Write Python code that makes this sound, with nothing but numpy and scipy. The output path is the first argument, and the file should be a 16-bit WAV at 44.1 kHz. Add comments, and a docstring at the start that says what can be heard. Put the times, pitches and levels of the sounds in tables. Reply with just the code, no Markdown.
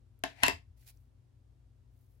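"""A plastic lotion tub, handled close to a pair of microphones, knocks once, then harder, and chatters.
Each contact sums damped modes of the tub and a short noise crack, and the small quiet room answers.
Friction at the rim is shaped noise; the soft thuds in the palm are damped low sines.
Fingers tick as narrow-band bursts, and skin slides as a grainy hiss.
A low hum of wavering sines lies over rumble and air noise."""
import sys
import numpy as np
from scipy import signal
from scipy.fft import rfft, irfft, next_fast_len
from scipy.io import wavfile
from scipy.ndimage import map_coordinates

SR = 44100
rng = np.random.default_rng(int(sys.argv[2]) if len(sys.argv) > 2 else 0)


def unload_audio(sound):
    """Save the sound as a 16-bit wav file, at the path given as the first command line argument."""
    columns = np.transpose(np.atleast_2d(sound))
    # keep every value between -1 and 1, then stretch to whole-number steps
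    steps = np.round(np.clip(columns, -1, 1) * 32767)
    wavfile.write(sys.argv[1], SR, steps.astype(np.int16))


N = 97020  # length [samples]

# Contacts of the tub: (time [s], level [dB], crack level [dB], place struck, low-pass corner [Hz],
# left over right [dB], lateness of the right side [ms])
CONTACTS = [(.237, -5.5, -12, "wall", 3360, 5.5, 0.37), (0.2382, -14.5, -7, "foot", 8700, -2, 0.06),
            (0.4339, 1, -7.5, "lid", 9000, 4, .2), (0.4355, -8.5, -5.5, "lid", 6980, 2.5, .05),
            (0.4381, -4.5, -12.5, "lid", 2996, 3, .65), (0.4514, -17.5, -10.5, "lid", 7000, 0, .3),
            (0.464, -8.5, -7.5, "lid", 7000, -1, .7), (.4692, -13, -16.5, "lid", 1800, -1.5, .5),
            (0.4817, -4, -8, "foot", 10020, 9, 0.3), (0.4971, -10.5, -15.5, "foot", 3500, 4.5, .25)]
# Places that can be struck, in the order of the level columns of the modes: (name, name, name)
STRUCK_PLACES = ("wall", "lid", "foot")
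# Modes of the tub: (frequency [Hz], T60 [s], level struck on wall [dB], on lid [dB], on foot [dB])
TUB_MODES = [(275, 0.091, -33, -35.5, -31), (399, 0.05, -31, -42.5, -30.5),
             (683, 0.03, -16.5, -25.5, -20.5), (770, .02, -21.5, -33, -26), (880, 0.09, -32.5, -27, -31),
             (982.5, .06, -38, -23, -30.5), (1081, 0.07, -36.5, -26, -29.5), (1612, 0.021, -20, -24.5, -27),
             (1795, .02, -20.5, -27.5, -18.5), (2090, .02, -27.5, -22.5, -20),
             (2400, 0.011, -30.5, -21.5, -25.5), (2670, 0.045, -32.5, -17.5, -27),
             (3030, .01, -17, -23, -29.5), (3750, .01, -30, -19.5, -28.5), (4240, .009, -29, -16, -26.5),
             (7426, 0.016, -28, -17.5, -31), (10440, 0.01, -23.5, -21, -19)]
# Uneven radiation of the tub: (frequency [Hz], left over right [dB])
RADIATION_BALANCE = [(130, 7), (300, 4.5), (650, -0.5), (1100, -2.5), (2500, 2), (5000, -0.5), (11000, -3)]
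# Spectrum shape of the crack: (frequency [Hz], level [dB])
CRACK_SPECTRUM = [(150, -8.5), (600, -16), (1300, -1), (2000, 2.5), (4500, -6.5), (6000, -6.5),
                  (12000, -5.5), (14000, -17), (16000, -24)]
# Reverberation time of the room: (frequency [Hz], T60 [s])
ROOM_DECAY = [(100, 0.31), (300, .24), (800, 0.16), (2000, 0.19), (5000, 0.19), (9000, 0.18), (15000, .18)]
# Colour of the reverberation: (frequency [Hz], level [dB])
ROOM_COLOUR = [(100, 3), (300, -4.5), (700, 0), (1300, 0), (2200, 0.5), (5000, 3), (9000, -8.5),
               (15000, -8)]
# Light ticks of the fingers on the plastic: (time [s], level [dB], centre frequency [Hz], T60 [s])
FINGER_TICKS = [(.1918, -58.5, 13600, 0.0038), (.825, -68, 1880, .03), (.9725, -70, 6000, 0.021)]
# Soft thuds of the tub in the palm: (time [s], level [dB])
PALM_THUDS = [(0.239, -51), (.447, -39.5), (0.529, -37), (0.674, -45)]
# Course of the rim scrape: (time [s], level [dB])
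SCRAPE_COURSE = [(.29, -59), (.34, -67.5), (0.387, -60), (0.417, -57), (0.426, -47.5), (.432, -35.5),
                 (.438, -72.5)]
# Spectrum shape of the rim friction: (frequency [Hz], level [dB])
RIM_SPECTRUM = [(200, -17), (520, -16), (680, 0), (900, -1), (1150, -16.5), (1400, -10), (1750, -1),
                (2500, 0), (3200, -12.5), (4200, -11.5), (6000, -19.5), (12000, -27), (15000, -36)]
# Strokes of skin: (start [s], rise [s], hold [s], release [s], level [dB], tilt [dB per octave],
# left over right [dB])
SKIN_STROKES = [(.76, 0.019, 0.048, 0.092, -75, -1.5, -1), (0.783, .03, .015, 0.055, -72.5, -2, 0),
                (0.852, 0.028, .018, .024, -57, -1.5, -1), (.88, 0.013, 0.029, 0.22, -78, 1.5, 1),
                (1.851, .17, .02, .07, -79.5, 2.5, 0.5), (2.053, 0.061, .03, 0.091, -80.5, 3, 4)]
# Spectrum shape of skin friction, before the tilt: (frequency [Hz], level [dB])
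SKIN_SPECTRUM = [(200, -44), (700, -7), (1150, -17), (1600, -7.5), (2400, -1.5), (3100, -5), (4500, -1),
                 (8000, -3), (11000, 2), (15000, 1.5)]
# Lines of the hum: (frequency [Hz], level [dB])
HUM_LINES = [(55, -66), (93, -69), (119.8, -67.5), (241, -88.5)]
# Spectrum shape of the rumble: (frequency [Hz], level [dB])
RUMBLE_SPECTRUM = [(18, -41), (27, -31), (34, -17), (43, -5.5), (56, 0), (76, -4), (92, -2), (110, -4),
                   (135, -14.5), (170, -25.5), (300, -39), (1000, -79)]
# Spectrum shape of the air noise: (frequency [Hz], level [dB])
AIR_SPECTRUM = [(30, -16), (150, 0), (260, 2.5), (500, -7.5), (1000, -15), (2000, -21), (4000, -23.5),
                (8000, -27.5), (12500, -31.5), (15000, -40)]

CRACK_T60_S, CONTACT_RISE_S, CRACK_ROOM_DB = 0.0074, 0.0005, 2.5
ROOM_DB, ROOM_BUILD_S = -5.5, 0.0037
THUD_HZ, THUD_T60_S, THUD_RISE_S = 84, .19, .008
SKIN_GRAIN_DB, SKIN_GRAIN_PER_S = 2.44, 270
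RUMBLE_DB, AIR_DB, LOW_LEFT_DB = -66.5, -75.5, 5
LOW_CUT_HZ, TOP_HZ = 28, 15850


def amp(db):
    """Decibel law: amplitude ratio of a level."""
    return 10 ** (np.asarray(db) / 20)


def unit(x):
    """Normalisation to an rms of 1."""
    return x / np.sqrt(np.mean(x ** 2) + 1e-20)


def along(points, hz):
    """Interpolation of (frequency, value) points on a logarithmic frequency axis."""
    f, v = np.transpose(points)
    return np.interp(np.log(hz + 1), np.log(f + 1), v)


def sides(left_db):
    """Stereo level difference: half is added on the left and half taken from the right."""
    return amp(np.array([[left_db], [-left_db]]) / 2)


def wobble(rate):
    """Random modulation: a smooth curve through rate random knots a second."""
    knots = rng.standard_normal(int(N * rate / SR) + 4)
    return map_coordinates(knots, [np.arange(N) * rate / SR])


def filtered(x, response):
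    """Linear filtering: the spectrum is multiplied by a complex frequency response."""
    n = x.shape[-1]
    padded = next_fast_len(n + SR // 2)
    spectrum = rfft(x, padded) * response(np.fft.rfftfreq(padded, 1 / SR))
    return irfft(spectrum, padded)[..., :n]


def noise(spectrum, alike, size=N, tilt_db=0):
    """Partial coherence: shaped stereo noise of rms 1, whose power share alike is common to both sides."""
    source = rng.standard_normal((3, size))
    share = np.clip(alike, 0, 1)
    pair = np.sqrt(share) * source[0] + np.sqrt(1 - share) * source[1:]
    return unit(filtered(pair, lambda hz: amp(along(spectrum, hz) + tilt_db * np.log2(hz + 1))))


def fade(t, t60):
    """Exponential decay: a fall of 60 dB in t60."""
    return np.exp(-np.log(1000) * t / t60)


def add(out, s, sound):
    """Superposition: a sound is mixed in at s seconds."""
    part = out[:, round(s * SR):][:, :sound.shape[-1]]
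    part += sound[..., :part.shape[-1]]


def background():
    """Stationary sources: hum lines with wavering phase and level, over rumble and air noise."""
    t = np.arange(N) / SR
    hum = np.zeros(N)
    for hz, db in HUM_LINES:
        line = np.sin(2 * np.pi * hz * t + 0.36 * wobble(12))
        hum += amp(db) * unit(line * amp(0.5 * wobble(12)))
    rumble = amp(RUMBLE_DB) * noise(RUMBLE_SPECTRUM, .8)
    air = amp(AIR_DB) * noise(AIR_SPECTRUM, 0.18)
    return sides(LOW_LEFT_DB) * (hum + rumble) + air


def ticks():
    """Damped narrow-band excitation: tiny clicks of the fingers on the plastic."""
    out, t = np.zeros((2, N)), np.arange(SR // 10) / SR
    for s, db, hz, t60 in FINGER_TICKS:
        band = [(hz / 2, -22), (hz, 0), (hz * 2, -22)]
        add(out, s, amp(db) * fade(t, t60) * noise(band, .5, size=len(t)))
    return out


def room(x):
    """Diffuse reverberation: convolution with noise that builds up and decays at a rate set by frequency."""
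    hz, t, z = signal.stft(rng.standard_normal((2, SR // 2)), SR, nperseg=256)
    decay = fade(t, along(ROOM_DECAY, hz)[:, None])
    tail = signal.istft(z * decay, SR, nperseg=256)[1]
    tail = tail * (1 - np.exp(-np.arange(tail.shape[1]) / SR / ROOM_BUILD_S))
    tail = filtered(tail / np.linalg.norm(tail[0]), lambda hz: amp(along(ROOM_COLOUR, hz)))
    return amp(ROOM_DB) * signal.fftconvolve(x, tail, axes=1)[:, :x.shape[1]]


def contact(db, crack_db, place, dull_hz, left_db, late_ms):
    """Modal excitation: the place struck sets the level of each damped mode; a noise crack joins them."""
    t = np.arange(SR // 2) / SR
    ring = np.zeros(len(t))
    for k, (hz, t60, *levels) in enumerate(TUB_MODES):
        level = amp(levels[STRUCK_PLACES.index(place)])
        ring += (-1) ** k * level * fade(t, t60) * np.sin(2 * np.pi * hz * t)  # alternating polarity
    crack = amp(crack_db) * fade(t, CRACK_T60_S) * noise(CRACK_SPECTRUM, .3, size=len(t))
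    delay_s = np.array([[0], [late_ms / 1000]])

    def path(hz):
        """Propagation: delay of the right side, first-order low-pass and uneven radiation."""
        delayed = np.exp(-2j * np.pi * hz * delay_s)
        balance = amp(along(RADIATION_BALANCE, hz) * [[.5], [-.5]])
        return delayed / (1 + 1j * hz / dull_hz) * balance

    onset = 1 - np.exp(-t / CONTACT_RISE_S)
    ring = filtered(ring * onset, path)
    crack = filtered(crack * onset, path)
    direct = sides(left_db) * (ring + crack)
    reverberant = sides(1.5) * room(ring + amp(CRACK_ROOM_DB) * crack)
    return amp(db) * (direct + reverberant)


def knocks():
    """Repeated impact: a single knock, then a hard one that chatters in close contacts."""
    out = np.zeros((2, N))
    for s, *blow in CONTACTS:
        add(out, s, contact(*blow))
    return out


def thuds():
    """Damped oscillation: the tub pushes into the palm with a low, soft bump."""
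    out, t = np.zeros((2, N)), np.arange(SR // 2) / SR
    bump = np.sin(2 * np.pi * THUD_HZ * t) * fade(t, THUD_T60_S) * (1 - np.exp(-t / THUD_RISE_S))
    for s, db in PALM_THUDS:
        add(out, s, amp(db) * sides(3.5) * bump)
    return out


def scrape():
    """Dry friction: noise at the rim, coloured by the tub, dips, grows and abruptly lets go."""
    s, db = np.transpose(SCRAPE_COURSE)
    level_db = np.interp(np.arange(N) / SR, s, db, left=-120, right=-120)
    return amp(level_db + 1.5 * wobble(270)) * noise(RIM_SPECTRUM, 0.1) * sides(10.0)


def slides():
    """Sliding friction: strokes of skin give a finely grained hiss that swells, holds and dies."""
    out, t = np.zeros((2, N)), np.arange(N) / SR
    for s, rise, hold, release, db, tilt_db, left_db in SKIN_STROKES:
        corners_s = s + np.cumsum([0, rise, hold, release])
        stroke = np.sin(np.pi / 2 * np.interp(t, corners_s, [0, 1, 1, 0])) ** 2
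        grain = amp(SKIN_GRAIN_DB * wobble(SKIN_GRAIN_PER_S))
        hiss = unit(noise(SKIN_SPECTRUM, .15, tilt_db=tilt_db) * grain)
        out += amp(db) * stroke * hiss * sides(left_db)
    return out + amp(-7.5) * room(out)


def scene():
    """Superposition of the tub, the hands and the room."""
    return background() + ticks() + knocks() + thuds() + scrape() + slides()


def record(dry):
    """Band limitation: the microphones roll off the deepest bass; nothing is kept above the top."""
    low_cut = signal.butter(4, LOW_CUT_HZ, "highpass", fs=SR, output="sos")
    return filtered(signal.sosfilt(low_cut, dry), lambda hz: hz < TOP_HZ)


dry = scene()
out = record(dry)
unload_audio(out)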